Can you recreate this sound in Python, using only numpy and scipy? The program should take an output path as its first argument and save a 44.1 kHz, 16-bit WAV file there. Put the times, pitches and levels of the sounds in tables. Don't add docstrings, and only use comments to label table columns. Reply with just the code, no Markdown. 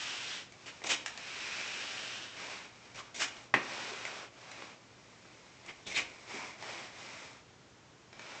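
import sys
import numpy as np
from scipy import signal
from scipy.fft import rfft, irfft, next_fast_len
from scipy.io import wavfile

SR = 44100
rng = np.random.default_rng(int(sys.argv[2]) if len(sys.argv) > 2 else 0)


def put_to_file(sound):
    columns = np.atleast_2d(sound).T
    safe = np.clip(columns, -1, 1)
    whole_steps = np.round(safe * 32767)
    wavfile.write(sys.argv[1], SR, whole_steps.astype(np.int16))


N = 370440


# frequency in Hz, relative spectral density in dB.
HISS_SPECTRUM = [(300, -39), (900, -17), (1500, -0.5), (2100, -0.5), (3000, -2), (3750, -2.5), (4400, -5),
                 (5500, -4), (6500, -9), (7400, -10), (9000, -16)]
RUMBLE_SPECTRUM = [(60, -27.5), (150, -6.5), (300, -3), (620, 2), (780, 1.5), (980, 2), (1300, -3),
                   (2000, -21), (5000, -52.5)]

def pull(rise_s, fall_s, rumble_db, sole_hz, width_hz, ring_db, tilt_db):
    t = np.arange(0, rise_s + fall_s, 1 / SR)
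    arch = np.sin(np.pi / 2 * np.interp(t, [0, rise_s, rise_s + fall_s], [0, 1, 0]))
    waver_db = 0.5 * drift(len(t), rate_hz=7.1)
    speed = arch * amp(waver_db)
    rub = slips(len(t), per_s=16000, spread_db=1.0, judder_db=0.5)
    hiss = unit(colour(rub, HISS_SPECTRUM, tilt_db))
    ring = amp(ring_db) * ringing(len(t), sole_hz, width_hz)
    rumble = amp(rumble_db) * unit(colour(rub, RUMBLE_SPECTRUM))
    return speed ** 0.93 * unit(hiss + ring) + speed ** 0.86 * rumble


# fastest moment, rise time and fall time in seconds, hiss level in dB,
# rumble over hiss in dB, the sole's resonance and its width in Hz, ring over hiss in dB,
# treble tilt in dB per octave.
SLIPPER_PULLS = [ (0.04, 0.12, 0.46, -41.5, -12.5, 2750, 1300, -2.5, 1.5),
                 (0.33, 0.12, 0.11, -43, -13.5, 3200, 1690, -1.5, -0.3),
                 (0.85, 0.46, 0.55, -57, -5, 2450, 700, -7, 2.5),
                 (1.56, 0.47, 0.51, -41.5, -10.5, 2450, 750, -4, -0.7),
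                 (1.96, 0.32, 0.49, -43.5, -10, 2910, 800, -4.5, -0.2),
                 (2.46, 0.14, 0.26, -46, -5.5, 2240, 900, -4, 0),
                 (2.85, 0.30, 0.43, -60, -5.5, 2260, 800, -4.5, 1.8),
                 (3.38, 0.10, 0.14, -56, -4, 2300, 900, -5, 2.5),
                 (3.78, 0.24, 0.48, -44, -4.5, 2370, 900, -8, -0.8),
                 (4.17, 0.21, 0.13, -48.5, -3, 2340, 900, -5, -0.5),
                 (4.61, 0.32, 0.18, -53, -3, 2280, 800, -4.5, 0.2),
                 (5.62, 1.10, 0.63, -61.5, -6, 2180, 700, -4.5, 3),
                 (6.15, 0.12, 0.3, -56.5, -4.5, 2150, 600, -3.5, 3.5),
                 (6.35, 0.092, 0.24, -45, -5.5, 2170, 700, -0.5, 2),
                 (6.76, 0.22, 0.17, -46.5, -3.5, 2120, 900, -3, 1),
                 (7.08, 0.21, 0.36, -50, -5, 2150, 850, -3, 1.5),
                 (8.38, 0.26, 0.12, -51, -3, 2220, 900, -6, -0.5)]

def slide():
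    out = np.zeros(N + SR)
    for fastest, rise_s, fall_s, db, *contact in SLIPPER_PULLS:
        add(out, 1 + fastest - rise_s, amp(db) * pull(rise_s, fall_s, *contact))
    return out[SR:]


# frequency in Hz, relative spectral density in dB.
EDGE_SPECTRUM = [(60, -12.5), (250, -5.5), (700, -3), (1200, -10), (1750, -6), (2280, 1.5), (3100, -5.5),
                 (3650, -2.5), (4300, -8.5), (5800, -4), (7300, -8), (9000, -11.5)]
SCUFF_SPECTRUM = [(60, -35.5), (150, -12), (300, -8), (800, -3), (1300, -2), (2000, 1.5), (3000, 3),
                  (3700, -2), (4300, -5), (5100, -1.5), (6100, -4.5), (7100, -4), (9000, -13.5)]
# touch-down and fastest moment in seconds, drag and peak levels in dB,
# Gaussian half-length in seconds, the sole's resonance in Hz, ring over rub in dB,
# treble tilt in dB per octave.
SOLE_SCUFFS = [ (0.658, 0.685, -57.5, -44, 0.015, 2700, -5.5, -1.5),
               (0.838, 0.92, -41.5, -28.5, 0.017, 2550, -5, 0.5),
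               (2.945, 2.992, -53, -46.5, 0.018, 1270, -5.5, -1.5),
               (3.143, 3.225, -40.5, -31, 0.018, 1560, -9, 0.6),
               (5.645, 5.697, -58, -44.5, 0.011, 2150, -0.5, -3.5),
               (5.865, 5.98, -43, -30, 0.018, 2250, 3, -0.8)]

def scuffs():
    out, t = np.zeros(N), np.arange(SR // 3) / SR
    for touch, fastest, drag_db, peak_db, half_s, sole_hz, ring_db, tilt_db in SOLE_SCUFFS:
        edge_slips = slips(len(t), per_s=20000, spread_db=0.5, judder_db=2.5)
        edge = unit(colour(edge_slips, EDGE_SPECTRUM, tilt_db))
        sole_slips = slips(len(t), per_s=22000, spread_db=1, judder_db=1.1)
        rub = unit(colour(sole_slips, SCUFF_SPECTRUM, tilt_db))
        ring = amp(ring_db) * ringing(len(t), sole_hz, width_hz=620)
        past_peak = t - (fastest - touch)
        attack = np.minimum(t / 0.0013, 1)
        drag = amp(drag_db) * attack * np.exp(-np.maximum(past_peak, 0) / 0.055)
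        swell = amp(peak_db) * np.exp(-.5 * (past_peak / half_s) ** 2)
        add(out, touch, drag * edge + swell * unit(rub + ring))
    return out


# centre and Gaussian half-length in seconds, pitch in Hz, level in dB.
SOLE_GROANS = [(0.918, 0.043, 287, -53), (0.922, .018, 3300, -38.5), (3.004, 0.012, 1120, -50),
               (3.227, 0.013, 1240, -42.5), (3.224, 0.013, 2700, -46), (3.922, 0.012, 400, -50.5),
               (5.878, 0.012, 3540, -47), (5.922, 0.011, 2280, -44), (5.963, 0.0084, 3800, -37),
               (6.353, 0.018, 238, -53), (6.355, 0.023, 395, -53.5), (6.43, 0.02, 995, -48)]

def groans():
    out, t = np.zeros(N), np.arange(SR // 5) / SR
    for centre, half_s, hz, db in SOLE_GROANS:
        swell = amp(db) * np.exp(-.5 * ((t - t.mean()) / half_s) ** 2)
        add(out, centre - t.mean(), swell * ringing(len(t), hz, width_hz=0.27 * hz))
    return out


# frequency in Hz, width in Hz, gain in dB.
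FLOOR_RESONANCES = [(282, 8.6, -1.5), (417, 16, -13), (610, 4.6, -17), (980, 19, -14), (1835, 11, -17.5),
                    (2320, 30, -10), (2490, 22, -4.5)]

def floor(rub):
    return rub + sum(amp(db) * resonate(rub, hz, width_hz) for hz, width_hz, db in FLOOR_RESONANCES)


# frequency in Hz, relative level in dB, 60 dB decay in seconds.
BOARD_MODES = [(131, -37, .16), (285, -35, .16), (416, -11, 0.075), (606, -20, 0.088), (983, -5, .045),
               (1115, 4.5, 0.024), (1620, -21, .02), (1930, 14, 0.014), (2040, 1, .02), (2340, -1, 0.018),
               (3150, -15, .015), (4300, -20, .012)]
# start in seconds, relative level in dB.
KNOCK_CONTACTS = [(3.5395, -17.5), (3.5412, -5.5), (3.5461, -17), (3.5531, -24)]

def knock():
    out, t = np.zeros(N), np.arange(SR // 3) / SR
    ring = sum(amp(db - 60 * t / t60) * np.sin(2 * np.pi * hz * t) for hz, db, t60 in BOARD_MODES)
    ring /= abs(ring).max()
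    for start, db in KNOCK_CONTACTS:
        add(out, start, amp(db) * ring)
    burst = rng.standard_normal(len(t)) * np.exp(-t / 0.028)
    rattle = colour(burst, [(50, -40), (130, -6), (350, 3), (700, -6), (1100, 0), (1900, -6),
                            (2500, 4), (3400, -12), (5000, -14), (8000, -22.5)])
    add(out, KNOCK_CONTACTS[0][0], amp(-39) * unit(rattle))
    radiation = [(20, -30), (60, -22), (130, 0.5), (240, -1), (400, 3), (3000, -1.5), (8000, -4.5)]
    return colour(out, radiation)


# frequency in Hz, relative spectral density in dB.
CLICK_SPECTRUM = [(80, -24), (300, 0.5), (900, 3.5), (1400, 2), (2200, 3.5), (3200, -4.5), (4500, -8.5),
                  (7000, -11.5), (9000, -21)]
# time in seconds, relative level in dB, treble tilt in dB per octave.
CLAW_AND_TOOTH_CLICKS = [(0.523, -41, 4.5), (0.819, -37.5, -3.5), (0.845, -29, -2.5), (1.062, -23, 3.5),
                         (1.080, -33, 4), (1.1767, -31.5, 3), (1.972, -37, 2), (3.369, -40, 1.5),
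                         (4.053, -25.5, 1.5), (4.516, -34.5, 5), (4.623, -34.5, -3), (5.254, -47, -4),
                         (5.466, -47, -1), (5.663, -40, 4), (6.626, -32, -0.5), (7.029, -41, 8),
                         (8.130, -40, 0.5), (8.195, -35, 0.5)]

def clicks():
    out, t = np.zeros(N), np.arange(SR // 20) / SR
    for when, db, tilt_db in CLAW_AND_TOOTH_CLICKS:
        burst = rng.standard_normal(len(t)) * np.exp(-t / 0.0031)
        tick = colour(burst, CLICK_SPECTRUM, tilt_db)
        add(out, when - .0008, amp(db - 19.5) * unit(tick))
    return out


# frequency in Hz, 60 dB decay in seconds.
REVERB_TIMES = [(150, 0.75), (530, 0.57), (1400, 0.42), (3500, 0.33), (8000, 0.24)]

def room(x):
    t = np.arange(SR // 2) / SR
    polarity = rng.choice([-1., 1.], len(t))
    arrivals = (rng.random(len(t)) < 3000 / SR) & (t > .004)
    hz, when, bands = signal.stft(polarity * arrivals, SR, nperseg=256)
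    decay = amp(-60 * when / curve_at(REVERB_TIMES, hz)[:, None])
    tail = signal.istft(bands * decay, SR, nperseg=256)[1]
    return signal.fftconvolve(x, tail / np.linalg.norm(tail))[:N]


# frequency in Hz, relative spectral density in dB.
AIR_SPECTRUM = [(20, -30.5), (50, -7), (100, -0.5), (200, -1.5), (400, -3.5), (700, -7), (1200, -9),
                (2200, -12), (4000, -16), (7000, -18), (9000, -28)]

def air(noise_db=-59.5, hum_hz=119, hum_db=-70.5):
    t = np.arange(N) / SR
    hum = np.sqrt(2) * np.sin(2 * np.pi * hum_hz * t + .3 * drift(N, rate_hz=4.9))
    rush = unit(colour(rng.standard_normal(N), AIR_SPECTRUM))
    return amp(noise_db) * rush + amp(hum_db) * hum


def slips(n, per_s, spread_db, judder_db):
    size = rng.standard_normal(n) * amp(spread_db * np.minimum(rng.exponential(1, n), 5))
    slipping = rng.random(n) < per_s / SR
    judder = amp(judder_db * drift(n, rate_hz=42))
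    return unit(size * slipping * judder)


def ringing(n, hz, width_hz):
    once = resonate(rng.standard_normal(n), hz, width_hz)
    return unit(resonate(once, hz, width_hz))


def resonate(x, hz, width_hz):
    carrier = np.exp(2j * np.pi * hz * np.arange(1, len(x) + 1) / SR)
    pole = np.exp(-np.pi * width_hz / SR)
    envelope = signal.lfilter([1 - pole], [1, -pole], x / carrier + 1e-18)
    return 2 * (carrier * envelope).real


def drift(n, rate_hz):
    size = next_fast_len(n + SR)
    hz = np.fft.rfftfreq(size, 1 / SR)
    spectrum = rfft(rng.standard_normal(size)) / (1 + (hz / rate_hz) ** 4)
    return unit(irfft(spectrum, size))[:n]


def colour(x, points, tilt_db=0):
    hz = abs(np.fft.fftfreq(4096, 1 / SR))
    octaves = np.log2(np.maximum(hz, 400) / 2500)
    log_gain = np.log(amp(curve_at(points, hz) + tilt_db * octaves))
    response = np.exp(np.conj(signal.hilbert(log_gain)))
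    taps = np.fft.ifft(response).real
    return signal.oaconvolve(x, taps[:len(taps) // 2])[:len(x)]


def curve_at(points, hz):
    point_hz, values = np.transpose(points)
    return np.interp(np.log(hz + 1), np.log(point_hz + 1), values)


def amp(db):
    return 10 ** (np.asarray(db) / 20)


def unit(x):
    return x / np.sqrt(np.mean(x ** 2) + 1e-20)


def add(mix, start_s, sound):
    part = mix[round(start_s * SR):][:len(sound)]
    part += sound[:len(part)]


def scene():
    drag = floor(slide())
    scuff = floor(scuffs()) + groans()
    click, blow = clicks(), knock()
    echoes = room(amp(-12) * drag + amp(-9) * scuff + amp(-2.5) * click + amp(-9.5) * blow)
    return (drag + scuff + click + blow + echoes + air())[None]


# frequency in Hz, gain in dB.
MIC_RESPONSE = [(20, -1.5), (7200, 1), (7800, -1.5), (8300, -7.5), (8800, -19), (9100, -34)]

def record(dry, cutoff_hz=9000):
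    heard = colour(dry[0], MIC_RESPONSE)
    low_pass = signal.firwin(511, cutoff_hz, window=("kaiser", 9), fs=SR)
    return signal.oaconvolve(heard, low_pass, "same")[None]


dry = scene()
out = record(dry)
put_to_file(out)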